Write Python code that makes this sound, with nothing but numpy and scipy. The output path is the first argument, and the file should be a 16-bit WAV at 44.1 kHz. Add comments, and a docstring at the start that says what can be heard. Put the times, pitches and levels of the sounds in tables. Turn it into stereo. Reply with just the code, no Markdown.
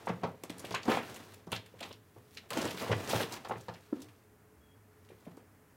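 """Kittens romping indoors

Kittens play over a plush bed, a crinkly tunnel and a cardboard box on a straw-mat floor, a few metres from
a mono camera microphone. Blows mix a short knock, box modes rung by noise, a slower floor thud and a scuff.
Claw ticks are short noise bursts; cloth and film rustle as grainy noise. A small room answers with decaying noise.
Under it lie a wavering hum, murmur and hiss of shaped noise, and one faint throbbing trill from outdoors."""
import sys
import numpy as np
from scipy import signal
from scipy.fft import rfft, irfft
from scipy.io import wavfile
from scipy.ndimage import uniform_filter1d

SR = 44100
rng = np.random.default_rng(int(sys.argv[2]) if len(sys.argv) > 2 else 0)


def waveform_to_disk(signal):
    """Save audio, clipped to [-1, 1], as 16-bit WAV at the path in sys.argv[1]."""
    frames = np.transpose(np.atleast_2d(signal))
    scaled = np.clip(frames, -1, 1) * 32767
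    samples = np.round(scaled).astype(np.int16)
    wavfile.write(sys.argv[1], SR, samples)


N = 254016  # samples


def undb(db):
    """Turn dB into an amplitude gain."""
    return 10 ** (np.asarray(db) / 20)


def level(x, db):
    """Scale to an rms level in dB."""
    return x * undb(db) / np.sqrt(np.mean(x ** 2))


def band(x, hz, width, order=1):
    """Band-pass with hz as the geometric centre and width in Hz, kept below 0.45 of the sample rate."""
    low = np.sqrt(hz ** 2 + width ** 2 / 4) - width / 2
    high = min(low + width, .45 * SR)
    return signal.sosfilt(signal.butter(order, [low, high], "band", fs=SR, output="sos"), x)


def walk(rate):
    """Random levels held for 1 / rate seconds, then smoothed twice over that time."""
    hold = int(SR / rate)
    steps = np.repeat(rng.standard_normal(N // hold + 1), hold)
    return uniform_filter1d(uniform_filter1d(steps, hold), hold)[:N]


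def add(out, s, x):
    """Mix x into out from time s."""
    start = int(s * SR)
    out[start:start + len(x)] += x[:N - start]


def grains(noise, chance, per_s, spread_db):
    """Noise whose level jumps in small random grains, per_s of them a second."""
    size = int(SR / per_s)
    steps_db = spread_db * np.repeat(chance, size)[:len(noise)]
    return noise * uniform_filter1d(undb(steps_db), size // 2 + 1)


def attack(t, rise_s):
    """Exponential approach to full level."""
    return 1 - np.exp(-t / rise_s)


# colour of the room murmur and microphone hiss: f/Hz, relative level/dB
MURMUR = [(15, -57), (25, -3.5), (102, -4.5), (161, -8), (249, -7.5), (363, -12.5), (416, -24),
          (476, -15.5), (641, -17), (1790, -21), (3720, -34.5), (14800, -31.5), (16000, -34)]
# narrow murmur band: f/Hz, width/Hz, level/dB rms
MURMUR_BAND = [(424, 20, -71)]
MURMUR_DB = -63  # rms before the swell


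def background():
    """Room murmur and microphone hiss: noise shaped in frequency, gently swelling, plus a steady narrow band."""
    f = np.maximum(np.fft.rfftfreq(N, 1 / SR), 1)
    hz, db = np.transpose(MURMUR)
    colour = undb(np.interp(np.log(f), np.log(hz), db))
    murmur = irfft(rfft(rng.standard_normal(N)) * colour, N)
    swell = undb(0.7 * walk(1.5))
    narrow = sum(level(band(rng.standard_normal(N), hz, width, order=2), db) for hz, width, db in MURMUR_BAND)
    return level(murmur, MURMUR_DB) * swell + narrow


MOTOR_HZ, MOTOR_DB = 100, -65.5  # centre pitch, rms level


def motor():
    """An appliance humming through the floor: a low sine that wavers in pitch and level."""
    pitch = MOTOR_HZ + 9 * walk(30)
    tone = np.sin(2 * np.pi * np.cumsum(pitch) / SR)
    return level(tone * undb(5.8 * walk(18)), MOTOR_DB)


# rubbing, one table per bout of play: t/s, dragging bodies level/dB, creasing film level/dB
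RUSTLE = [
    [(0, -52, -75), (.32, -68.5, -71.5), (.5, -59.5, -96), (.63, -52, -71), (.75, -50.5, -58),
     (.81, -59, -75), (.872, -46.5, -79), (.9, -37.5, -43), (.97, -38, -63), (1.02, -55, -62),
     (1.08, -49, -60), (1.18, -51.5, -67), (1.31, -58.5, -64.5), (1.45, -66, -88)],
    [(1.5, -66, -76), (1.55, -50, -56), (1.62, -65, -81), (1.78, -66, -78), (1.85, -51, -62.5),
     (1.99, -91, -81), (2.3, -80, -74), (2.36, -70, -62.5), (2.48, -65, -96)],
    [(2.49, -65, -72), (2.56, -40, -55), (2.68, -41.5, -58), (2.745, -47, -59.5), (2.82, -44.5, -48.5),
     (2.89, -43.5, -65), (3.03, -46.5, -56.5), (3.1, -37.5, -50), (3.21, -38, -45.5), (3.28, -48.5, -65),
     (3.33, -46.5, -49.5), (3.4, -55, -71), (3.69, -64, -71), (3.91, -68, -75.5), (3.96, -58.5, -74),
     (4.11, -65.5, -79), (4.25, -83, -82)],
    [(4.9, -80, -83), (5.276, -68, -81), (5.5, -80, -94)],
]
CLOTH_DB, CLOTH_SHARE = -1, 0.82  # cloth lies between the two, nearer the film


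def rustle():
    """Grainy friction: dull where bodies drag, broad for cloth, crisp where film creases."""
    out, t = np.zeros(N), np.arange(N) / SR
    size = np.abs(rng.standard_normal(N))
    # paws grip and let go some tens of times a second
    grip = undb(2.7 * walk(40))
    dense = grains(rng.standard_normal(N), size, per_s=500, spread_db=5) * grip
    coarse = grains(rng.standard_normal(N), size, per_s=90, spread_db=2.9)
    drag = level(band(coarse, 255, 550), 0)
    cloth = level(band(dense, 1850, 5600, order=2), 0)
    film = level(band(dense, 7350, 13000), 0)
    for bout in RUSTLE:
        s, *columns = np.transpose(bout)
        drag_db, film_db = (np.interp(t, s, c, left=-140, right=-140) for c in columns)
        cloth_db = CLOTH_DB + drag_db + CLOTH_SHARE * (film_db - drag_db)
        out += undb(cloth_db) * cloth + undb(drag_db) * drag + undb(film_db) * film
    return out


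# claw ticks and film snaps: t/s, peak level/dB, centre f/Hz, crisp top level/dB (rms of its first 10 ms)
TICKS = [(0.058, -63, 6000, -61.5), (0.0865, -42.5, 4000, -62), (0.2344, -39, 2870, -80),
         (0.436, -41, 2670, -47), (0.497, -36, 3080, -49.5), (0.5808, -54, 8640, -55),
         (0.595, -39, 6740, -65), (0.6475, -36.5, 2810, -52.5), (0.6686, -49, 5700, -67),
         (0.708, -36, 3330, -54), (0.722, -34, 3530, -62), (0.745, -27.5, 4330, -55.5),
         (0.831, -35.5, 3580, -78), (0.854, -46, 4870, -57), (0.9175, -26.5, 3150, -53),
         (0.95, -30, 2800, -62), (1.096, -50, 3380, -58), (1.143, -59, 5600, -53.5),
         (1.1597, -39.5, 2570, -51), (1.238, -59, 3500, -67), (1.337, -51, 3330, -56.5),
         (1.469, -54, 4210, -72), (1.5177, -34, 2860, -44), (1.5614, -29, 2940, -58),
         (1.661, -49, 2650, -61), (1.7897, -46, 2660, -63), (1.805, -37.5, 2830, -51.5),
         (1.828, -33, 2700, -86), (1.927, -42, 3370, -62), (2.346, -58, 4000, -61),
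         (2.3722, -33.5, 2900, -60), (2.5046, -31, 2900, -43.5), (2.5315, -30.5, 3320, -47.5),
         (2.572, -30, 4460, -62), (2.5864, -38, 3630, -53), (2.614, -32, 4400, -48.5),
         (2.676, -31.5, 2500, -53), (2.654, -36, 4960, -48.5), (2.707, -32.5, 3340, -49),
         (2.774, -32.5, 2800, -57), (2.7965, -35, 3550, -55), (2.917, -31.5, 3500, -66),
         (3.002, -51, 3900, -58), (3.074, -37, 4230, -56), (3.092, -32, 6500, -53),
         (3.1093, -24.5, 2840, -52), (3.226, -27.5, 2900, -48), (3.324, -33.5, 5100, -58),
         (3.336, -40, 4970, -65), (3.447, -40, 3200, -69), (3.486, -56, 2930, -56), (3.52, -43, 2540, -64),
         (3.581, -55, 6500, -72), (3.606, -48, 5900, -72), (3.684, -41.5, 2960, -88),
         (3.739, -45.5, 3470, -81), (4.002, -54, 3050, -64), (4.018, -53, 4350, -54.5),
         (4.086, -51.5, 2740, -68), (5.048, -59, 4000, -77), (5.0883, -52, 2620, -68),
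         (5.203, -68, 5030, -74), (5.25, -55, 2450, -68), (5.37, -64, 6060, -70)]
TICK_RISE_S, TICK_FADE_S = 0.00074, 0.009


def ticks():
    """Claws and film: short grainy noise bursts, one band for the claw and a higher, wider one for the film."""
    out, t = np.zeros(N), np.arange(int(.08 * SR)) / SR
    noise = rng.standard_normal((len(TICKS), 2, len(t)))
    for (s, db, hz, crisp_db), (hiss, chance) in zip(TICKS, noise):
        spatter = grains(hiss, np.abs(chance), per_s=1200, spread_db=8.0)
        burst = spatter * np.exp(-t / TICK_FADE_S) * attack(t, TICK_RISE_S)
        claw = band(burst, hz, hz, order=2)
        film = band(burst, 6200, 6500)
        claw = undb(db) * claw / np.abs(claw).max()
        film = undb(crisp_db) * film / film[:SR // 100].std()
        add(out, s - .0005, claw + film)
    return out


def knock(t, hz):
    """The first contact: a few cycles of a sine under a short hump."""
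    u = t * hz / 1.35
    return -u * np.exp((1 - u ** 2) / 2) * np.sin(2 * np.pi * hz * t)


# the box and the boards under the mats ring briefly: f/Hz, relative level/dB, 60 dB decay t/s
BOX = [(249, 8.5, 0.06), (337.6, -9.5, 0.14), (441.5, 16, 0.012), (509, 10.5, 0.014), (657, 9, 0.011),
       (810, 6.5, 0.013), (907, 1, 0.018), (1038, 0, 0.012), (1325, -12.5, 0.059), (1738, -32, 0.048),
       (1920, -26, 0.03), (2500, -39, 0.12)]


def box_ring(t, hz, bumps):
    """The rest of the body follows as smaller bumps that excite damped modes."""
    push = band(bumps, 2.33 * hz, 1670)
    ring = 0
    for f, db, t60 in BOX:
        mode = np.sin(2 * np.pi * f * t) * 1000. ** (-t / t60)
        ring = ring + undb(db) * signal.fftconvolve(push, mode)[:len(t)]
    return ring / np.abs(ring).max()


# boards that thud: f/Hz, level near the bed/dB, level near the box/dB
FLOOR = [(107.8, -8.0, -4.5), (171, -3, -7.5)]
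BOX_S = (1.5, 3.7)  # while the play is at the box
THUD_RISE_S, SPOT_SPREAD = 0.0083, 0.064


def floor_thud(t, s, chance):
    """Heavy boards take several milliseconds to get moving, then die away."""
    v = t / THUD_RISE_S
    spot = 1 + SPOT_SPREAD * np.tanh(chance)  # each blow finds a spot with its own pitch
    at_box = BOX_S[0] < s < BOX_S[1]
    modes = sum(undb(box_db if at_box else bed_db) * np.sin(2 * np.pi * f * spot * t)
                for f, bed_db, box_db in FLOOR)
    return v * np.exp(1 - v) * modes


# widths are shares of the centre frequency
SCUFF_HZ, SCUFF_WIDTH, SCUFF_RISE_S = 1850, 1, 0.0029
TUNNEL_HZ, TUNNEL_WIDTH, TUNNEL_S = 2990, .55, (1.3, 2.55)  # brighter while the play is at the tunnel


def scuff(t, s, grit, fade):
    """Paws scuffing: a band of grainy noise that rises fast and fades with the tumble."""
    at_tunnel = TUNNEL_S[0] < s < TUNNEL_S[1]
    hz, width = (TUNNEL_HZ, TUNNEL_WIDTH) if at_tunnel else (SCUFF_HZ, SCUFF_WIDTH)
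    rub = band(grit, hz, width * hz, order=3) * fade * attack(t, SCUFF_RISE_S)
    return rub / np.abs(rub).max()


# paw and body blows: t/s, knock level/dB, knock f/Hz, tumble peak level/dB, floor thud level/dB,
# scuff peak level/dB, tumble decay t/s
BLOWS = [(0.072, -25, 850, -24.5, -42, -56, 0.033), (0.095, -50, 430, -22.5, -30, -35.5, 0.0097),
         (0.217, -57, 300, -42.5, -47, -51, 0.012), (0.233, -37, 490, -23, -31, -39.5, 0.028),
         (0.437, -40, 328, -33.5, -68, -48, 0.014), (0.499, -35.5, 292, -36.5, -44, -47, 0.0099),
         (0.641, -41, 312, -34, -67, -45, 0.015), (0.71, -39, 463, -30, -39.5, -41, 0.011),
         (0.743, -26.5, 1010, -29, -65, -26, 0.026), (0.855, -57, 396, -34, -59, -44, 0.016),
         (0.879, -20, 290, -16, -60, -41, 0.015), (0.891, -29, 516, -25.5, -53, -27, 0.024),
         (0.909, -42, 530, -19, -49, -25.5, 0.048), (0.973, -21.5, 860, -28.5, -60, -33.5, 0.026),
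         (1.471, -40, 405, -40, -42, -74, 0.039), (1.52, -48, 790, -26.5, -35, -25.5, 0.02),
         (1.74, -45, 487, -50, -48, -77, 0.02), (1.809, -41.5, 594, -35, -60, -39, 0.044),
         (1.908, -42.5, 520, -39.5, -62, -45, 0.012), (2.163, -51.5, 327, -48, -49.5, -72, 0.021),
         (2.367, -51.5, 500, -56, -65, -47, 0.0099), (2.507, -50, 583, -30.5, -48, -40.5, 0.03),
         (2.569, -25, 309, -24, -56, -35, 0.0095), (2.584, -27, 277, -34.5, -62, -36, 0.037),
         (2.655, -29, 360, -28.5, -50, -39, 0.0095), (2.812, -42, 480, -31.5, -43, -38, 0.037),
         (2.896, -28.5, 510, -27.5, -25.5, -45, 0.021), (2.915, -23.5, 544, -22, -24, -27.5, 0.0073),
         (2.929, -24.5, 500, -25, -54, -31, 0.0058), (3.134, -18.5, 554, -22.5, -41, -38, 0.0046),
         (3.143, -37, 402, -24.5, -28.5, -35, 0.013), (3.203, -27, 620, -24.5, -62, -27.5, 0.0071),
         (3.216, -27, 470, -27, -57, -53, 0.015), (3.33, -35, 840, -38, -67, -45, 0.038),
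         (3.45, -36.5, 790, -35, -66, -53, 0.019), (3.494, -51, 490, -30.5, -42, -54, 0.0069),
         (3.509, -24, 777, -25.5, -45, -58, 0.025), (3.556, -41, 400, -44, -41, -47, 0.0088),
         (3.683, -61, 595, -31.5, -40, -54, 0.016), (3.746, -49, 644, -50, -61, -46, 0.027),
         (3.927, -23, 297, -30.5, -65, -68, 0.0044), (3.94, -42, 291, -46, -61, -77, .03),
         (5.102, -45, 436, -48.5, -71, -57, 0.027), (5.118, -44, 404, -63, -58, -68, 0.013),
         (5.267, -44, 605, -63, -60, -56, 0.022), (5.271, -40, 247, -43.5, -47.5, -65, 0.02),
         (5.372, -47, 295, -45.5, -67, -60, 0.027)]


def blows():
    """Each blow: a knock, the tumbling body ringing the box, a slower floor thud and a scuff."""
    out, t = np.zeros(N), np.arange(int(.25 * SR)) / SR
    noise = rng.standard_normal((len(BLOWS), 3, len(t)))
    for (s, db, hz, tumble_db, thud_db, scuff_db, long_s), (body, rub, chance) in zip(BLOWS, noise):
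        fade = np.exp(-t / max(long_s, .002)) * attack(t, 0.0017)
        bumps = grains(body, np.abs(chance), per_s=300, spread_db=4.5) * fade
        grit = grains(rub, np.abs(chance[::-1]), per_s=500, spread_db=4)
        blow = undb(db) * knock(t, hz)
        blow += undb(tumble_db) * box_ring(t, hz, bumps)
        blow += undb(thud_db) * floor_thud(t, s, chance[0])
        blow += undb(scuff_db) * scuff(t, s, grit, fade)
        add(out, s - .001, blow)
    return out


# echo tail of the small room: f/Hz, 60 dB decay t/s, relative level/dB
ROOM_T60 = [(103, 0.33, 2), (306, 0.48, -5), (960, 0.12, 1.5), (3000, 0.3, -2), (5950, 0.15, 0.5),
            (12900, 0.14, -1)]
ROOM_DB, WALL_S = -12.5, 0.0095  # echo energy against direct sound, rise time of the nearest wall's echo


def room(x):
    """Octave bands of decaying noise as the echo tail, starting with the nearest wall."""
    t, tail = np.arange(int(.5 * SR)) / SR, 0
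    hz_pts, t60, db = np.transpose(ROOM_T60)
    for hz in 90 * 2. ** np.arange(8):
        long_s, share_db = (np.interp(np.log(hz), np.log(hz_pts), c) for c in (t60, db))
        noise = band(rng.standard_normal(len(t)), hz, 0.75 * hz, order=2)
        tail = tail + undb(share_db) * noise * 1000. ** (-t / long_s)
    # silent for 0.4 of WALL_S, then a ramp lasting WALL_S
    tail = tail * np.clip(t / WALL_S - .4, 0, 1)
    tail = tail / np.sqrt(np.sum(tail ** 2))
    return x + undb(ROOM_DB) * signal.fftconvolve(x, tail)[:N]


TRILL_S, TRILL_RISE_S, TRILL_FADE_S = 4.6, 0.056, 0.14  # start, rise, fade
TRILL_HZ, TRILL_DB = 3290, -72  # centre pitch, amplitude before the throb


def trill():
    """A thin high note from outdoors: a wavering sine that swells in, throbs quickly and fades."""
    t = np.arange(N) / SR
    throb = (1 + 0.5 * np.sin(2 * np.pi * 38 * t)) * undb(4 * walk(60))
    tone = np.sin(2 * np.pi * np.cumsum(TRILL_HZ + 45 * walk(56)) / SR)
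    rise = (t - TRILL_S) / TRILL_RISE_S
    fade = 1 - (t - TRILL_S - TRILL_RISE_S) / TRILL_FADE_S
    shape = np.clip(np.minimum(rise, fade), 0, 1)
    return undb(TRILL_DB) * shape * throb * tone


def scene():
    """Everything reaches one microphone; only the play excites the room."""
    play = rustle() + ticks() + blows()
    mono = background() + motor() + room(play) + trill()
    return np.array([mono, mono])


TOP_HZ = 15850  # upper edge of the camera's passband


def record(dry):
    """The camera thins the deep bass and cuts the top steeply."""
    thin = signal.sosfilt(signal.butter(3, 75, "high", fs=SR, output="sos"), dry)
    return signal.sosfilt(signal.ellip(10, .2, 70, TOP_HZ, fs=SR, output="sos"), thin)


dry = scene()
out = record(dry)
waveform_to_disk(out)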